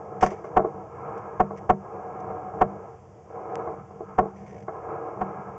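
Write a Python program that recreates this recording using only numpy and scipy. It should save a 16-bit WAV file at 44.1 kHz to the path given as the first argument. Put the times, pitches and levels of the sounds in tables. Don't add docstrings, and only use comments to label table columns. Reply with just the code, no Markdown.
import sys
import numpy as np
from scipy import signal
from scipy.fft import rfft, irfft, next_fast_len
from scipy.io import wavfile

SR = 44100
rng = np.random.default_rng(int(sys.argv[2]) if len(sys.argv) > 2 else 0)


def dump_mix(stems):
    frames = np.atleast_2d(stems).T
    limited = np.clip(frames, -1, 1)
    pcm = np.round(limited * 32767).astype(np.int16)
    wavfile.write(sys.argv[1], SR, pcm)


N = 246068
TIME = np.arange(N) / SR


def from_db(db):
    return np.exp(np.asarray(db) * (np.log(10) / 20))


def unit_rms(x):
    return x / np.sqrt(np.mean(x ** 2) + 1e-20)


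def butter(x, hz, kind, order=2):
    return signal.sosfilt(signal.butter(order, hz, kind, fs=SR, output="sos"), x + 1e-18)


def coloured(x, spectrum):
    hz, db = np.transpose(spectrum)
    size = next_fast_len(N)
    f = np.maximum(np.fft.rfftfreq(size, 1 / SR), 1)
    gain = from_db(np.interp(np.log(f), np.log(hz), db))
    roll_off = np.minimum(1, hz[-1] / f) ** 2 * np.minimum(1, f / hz[0])
    return unit_rms(irfft(rfft(x, size) * gain * roll_off, size)[:N])


# (frequency [Hz], spectral level [dB])
RUMBLE_SPECTRUM = [(20, -26), (45, -27), (70, -10), (95, -2.5), (130, -4.5), (200, -20.5), (500, -18),
                   (1500, -54)]
HISS_SPECTRUM = [(500, -10.5), (2000, 0.5), (3000, -4), (4000, -4), (5200, -3.5), (6400, -2.5),
                 (7400, -5.5), (8500, -16.5)]

def background():
    rumble = from_db(-51) * coloured(rng.standard_normal(N), RUMBLE_SPECTRUM)
    hiss = from_db(-67) * coloured(rng.standard_normal(N), HISS_SPECTRUM)
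    return rumble + hiss


def resonance(x, hz, width_hz):
    r, w = np.exp(-np.pi * width_hz / SR), 2 * np.pi * hz / SR
    return signal.lfilter(np.array([1, 0, -1]) * (1 - r * r) / 2, [1, -2 * r * np.cos(w), r * r], x)


def slips(per_s, spread_db):
    sizes = from_db(spread_db * np.minimum(rng.exponential(1, N), 4)) * rng.choice([-1, 1], N)
    return sizes * (rng.random(N) < per_s / SR)


# (start [s], fastest moment [s], end [s], scrape level [dB],
# relative grit level [dB], relative hollow ring level [dB], relative drone level [dB])
PULLS = [(-.1, .09, 0.53, -34, -12.5, -17, -9), (0.447, 0.52, 0.87, -33.5, -12, -11, -7),
         (0.935, 1.133, 1.45, -34, -5, -8, -8.5), (1.528, 1.622, 1.695, -35, -12.5, -6.5, -5.5),
         (1.852, 2.343, 2.507, -32.5, -8.5, 13, -9.5), (2.52, 2.563, 2.77, -32, -11, 1.5, -6.5),
         (2.71, 2.788, 2.91, -37, -9, 1.5, -16.5), (3.359, 3.6, 3.74, -30, -10, 7, -15),
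         (3.73, 3.8, 3.83, -41, -4, -15, 0.5), (3.92, 3.97, 4.02, -41.5, -10.5, -9, -3),
         (4.06, 4.13, 4.3, -44, 0, -13.5, -2.5), (4.345, 4.589, 4.66, -40, -23, -6.5, 0),
         (4.756, 4.953, 5.265, -31, -8.5, 7.5, -14.5), (5.177, 5.31, 5.54, -33, -5.5, -10, -6.5)]

def pull_envelopes(swell_db=4.5, fade_db=5.5, grab_db_per_s=137.5, release_db_per_s=109.5):
    scrape, grit, drone = [np.full(N, from_db(db)) for db in (-49, -62, -55)]
    hollow = np.zeros(N)
    for start, fastest, end, db, grit_db, hollow_db, drone_db in PULLS:
        speed_db = np.interp(TIME, [start, fastest, end], [-swell_db, 0, -fade_db])
        speed_db -= grab_db_per_s * np.clip(start - TIME, 0, 1)
        speed_db -= release_db_per_s * np.clip(TIME - end, 0, 1)
        pull = from_db(db + speed_db)
        scrape = np.maximum(scrape, pull)
        hollow = np.maximum(hollow, from_db(db + hollow_db + 1.8 * speed_db))
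        grit = np.maximum(grit, pull * from_db(grit_db))
        drone = np.maximum(drone, pull * from_db(drone_db))
    return scrape, hollow, grit, drone


# (frequency [Hz], bandwidth [Hz], gain [dB])
PIPE_RESONANCES = [(459.8, 14, 2), (744.3, 12, 5.5), (797, 38, -0.5), (620, 45, -4), (1070.4, 29, 3.5),
                   (1313, 140, -2), (1636, 41, 6), (2140, 16, -3)]

def in_pipe(x):
    return unit_rms(x + sum(from_db(db) * resonance(x, hz, width) for hz, width, db in PIPE_RESONANCES))


# (frequency [Hz], spectral level [dB])
SCRAPE_SPECTRUM = [(200, -49), (270, -19.5), (320, -6), (400, -6.5), (460, -2), (560, -10.5), (640, -8),
                   (780, -9), (880, -16.5), (1000, -14.5), (1300, -41.5)]
GRIT_SPECTRUM = [(600, -27.5), (900, -2.5), (1070, -5), (1280, -2), (1450, -13), (1650, -16.5), (1900, -26),
                 (2200, -17), (2700, -30.5), (3300, -41.5), (4500, -62.5)]
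DRONE_SPECTRUM = [(50, -31.5), (90, -10.5), (120, -6.5), (152, 0.5), (172, -13.5), (195, 6), (225, -16),
                  (270, -29), (400, -49)]

def scraping(waver_db=1.08, waver_hz=14):
    scrape, hollow, grit, drone = pull_envelopes()
    friction = slips(per_s=7000, spread_db=1.0)
    rub = in_pipe(coloured(friction, SCRAPE_SPECTRUM))
    grip = from_db(waver_db * unit_rms(butter(rng.standard_normal(N), waver_hz, "low")))
    return grip * (from_db(-3.5) * scrape * rub
                   + from_db(-8) * resonance(hollow * rub, hz=736.3, width_hz=14)
                   + from_db(-3.5) * grit * in_pipe(coloured(friction, GRIT_SPECTRUM))
                   + from_db(-3) * drone * coloured(slips(per_s=3500, spread_db=-3.0), DRONE_SPECTRUM))


# (time [s], level [dB], duration [s])
RUBS = [(0.208, -36.5, 0.043), (0.227, -34.5, 0.02), (0.262, -38, 0.017), (0.274, -59, 0.13),
        (0.302, -50, 0.027), (0.442, -61, 0.039), (1.177, -53.5, 0.01), (1.561, -58.5, 0.0071),
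        (1.573, -50.5, 0.017), (2.2, -58, 0.011), (4.359, -63, 0.11)]
# (frequency [Hz], spectral level [dB])
RUB_SPECTRUM = [(500, -10), (1100, 0.5), (1700, -0.5), (2200, -2), (3000, -6.5), (3600, -6.5), (5000, -6.5),
                (6000, -7), (7500, -14), (8700, -22.5)]
# (frequency [Hz], bandwidth [Hz], gain [dB])
SQUEAKS = [(1850, 200, 0), (2170, 120, 4), (5976, 40, 2)]

def rustling(judder_rubs, attack_s=0.00061):
    stroke = np.zeros(N)
    for s, db, length in RUBS + judder_rubs:
        age = np.maximum(TIME - s, 0)
        decay = np.exp(-np.minimum(age / length, 10) ** 2)
        stroke += from_db(db) * np.minimum(age / attack_s, 1) * decay
    friction = slips(per_s=3000, spread_db=1.0)
    squeak = unit_rms(sum(from_db(db) * resonance(friction, hz, width) for hz, width, db in SQUEAKS))
    light_stroke = np.minimum(stroke, from_db(-54))
    return stroke * coloured(friction, RUB_SPECTRUM) + from_db(-1) * light_stroke * squeak


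def contacts(rows):
    force, click = np.zeros(N), signal.unit_impulse(SR // 20)
    for s, db, cutoff_hz in rows:
        force[round(s * SR):][:len(click)] += from_db(db) * butter(click, cutoff_hz, "low")
    return force


def ring(x, hz, t60):
    r, w = 1000 ** (-1 / (t60 * SR)), 2 * np.pi * hz / SR
    return signal.lfilter([0, r * np.sin(w)], [1, -2 * r * np.cos(w), r * r], x + 1e-18)


def echoed(x, paths):
    return sum(from_db(db) * np.interp(TIME - delay, TIME, x, left=0) for delay, db in paths)


def reverberation(x, t60, cutoff_hz, build_s=0.0079):
    t = TIME[:SR // 2]
    envelope = from_db(-60 * t / t60) * np.minimum(t / build_s, 1) ** 2
    tail = envelope * butter(rng.standard_normal(len(t)), cutoff_hz, "low")
    return signal.fftconvolve(x, tail / np.sqrt(np.sum(tail ** 2)))[:N]


# (time [s], level [dB], contact cutoff [Hz], extra low-mode level [dB])
KNOCKS = [(0.2224, 2, 2140, 2.5), (.257, -13, 2200, -26), (.563, 1.5, 2000, -0.5), (1.396, 0.2, 1960, 3),
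          (1.6919, 2, 2182, 3), (2.298, -18.5, 1200, -6), (2.609, 1.5, 2100, 1), (4.1809, .5, 1960, 3),
          (5.2083, -8.5, 2140, 4)]
# (frequency [Hz], level [dB], 60 dB decay time [s])
KNOCK_MODES = [(151.3, -19.5, 0.19), (196.4, -29, 0.39), (220.6, -26, 0.093), (337, -44.5, 0.097),
               (377, -37.5, 0.39), (450.7, -30.5, 0.18), (490, -32, 0.085), (637, -16.5, 0.12),
               (728.5, -13.5, 0.06), (792, -13.5, 0.026), (856, -30, 0.034), (914, -24, 0.21),
               (1036, -25.5, 0.048), (1085, -27.5, 0.045), (1311, -32.5, 0.058), (1625, -50.5, 0.14),
               (2170, -50, 0.095), (2400, -56, 0.059), (3040, -47, 0.046)]
# (delay [s], gain [dB])
ECHO_PATHS = [(0.00044, -17.5), (0.00304, -11.5), (0.00488, -8.5), (0.00719, -2.5), (0.01004, -9.5),
              (0.01103, -4.5), (0.01375, -10), (0.01653, -6.5), (0.01934, -13.5), (0.0218, -11.5),
              (0.0299, -28)]

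def knocking():
    blows = contacts([(s, db, hz) for s, db, hz, _ in KNOCKS])
    booms = contacts([(s, db + low_db, hz) for s, db, hz, low_db in KNOCKS])
    modes = sum(from_db(db) * ring(booms if hz < 270 else blows, hz, t60) for hz, db, t60 in KNOCK_MODES)
    body = from_db(0.58) * butter(modes, 115, "high")
    overload_pulse = from_db(-24) * ring(blows, hz=24, t60=0.08)
    contact_crackle = from_db(1) * butter(blows, 5000, "high")
    tail = from_db(-15) * reverberation(body, t60=0.11, cutoff_hz=2460)
    return echoed(body + contact_crackle, ECHO_PATHS) + overload_pulse + tail


# (time [s], level [dB], contact cutoff [Hz])
SLAPS = [(0.315, -6, 714), (0.4425, -12, 2500), (0.5913, 3, 990), (.645, 2, 703), (1.2397, -19, 1200),
         (1.5057, -10, 1200), (2.536, -13, 1000), (3.6726, -7.5, 1510), (3.906, -19.5, 1000),
         (4.004, -5, 500), (4.204, -3.5, 600), (4.227, -5.5, 703), (4.254, -9.5, 915), (4.6805, -7, 3030),
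         (4.8865, -12, 1500), (5.170, -13.5, 1227)]
# (frequency [Hz], level [dB], 60 dB decay time [s])
SLAP_MODES = [(189.6, -35.5, 0.057), (330.4, -21.5, 0.028), (463.7, -23.5, 0.055), (630, -24.5, 0.058),
              (794, -22.5, 0.064), (870, -30.5, 0.015), (1097, -22, 0.028), (1318, -30, 0.036),
              (1710, -40.5, 0.043), (2127, -37.5, 0.025)]
# (delay [s], gain [dB])
STUTTER = [(0, -4.5), (.0027, -0.5), (.0046, -5.5), (0.0123, -9.5)]

def slapping(uneven_db=1.3):
    offsets_db = uneven_db * rng.standard_normal((len(SLAPS), len(SLAP_MODES)))
    body = np.zeros(N)
    for k, (hz, mode_db, t60) in enumerate(SLAP_MODES):
        hits = [(s, db + mode_db + own[k], cutoff) for (s, db, cutoff), own in zip(SLAPS, offsets_db)]
        polarity = (-1) ** (k // 2)
        body += polarity * ring(contacts(hits), hz, t60)
    return echoed(body, STUTTER) + from_db(-10) * reverberation(body, t60=0.17, cutoff_hz=2000)


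def tick(time_s=3.5556, level_db=-5.5):
    click = from_db(level_db) * signal.unit_impulse(N, round(time_s * SR))
    return butter(butter(click, 900, "high", order=1), 4100, "low")


def judder(start_s=4.463, first_gap_s=0.0143, gap_ratio=1.055, count=10, level_db=-59, rub_s=0.012):
    gaps = first_gap_s * gap_ratio ** np.arange(count)
    return [(s, level_db, rub_s) for s in start_s + np.cumsum(gaps) - gaps]


def scene():
    return (background() + scraping() + knocking() + slapping() + rustling(judder()) + tick())[None]


def record(dry, asymmetry=0.29, clip_level=0.54, notch_hz=4000, notch_depth=0.92):
    bent = butter(dry + asymmetry * dry ** 2, 18, "high", order=1)
    clipped = np.clip(bent, -clip_level, clip_level)
    notched = signal.lfilter(*signal.iirnotch(notch_hz, Q=1.124, fs=SR), clipped)
    dulled = butter(clipped + notch_depth * (notched - clipped), 7480, "low", order=8)
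    return signal.sosfilt(signal.ellip(10, .2, 80, 8700, fs=SR, output="sos"), dulled)


dry = scene()
out = record(dry)
dump_mix(out)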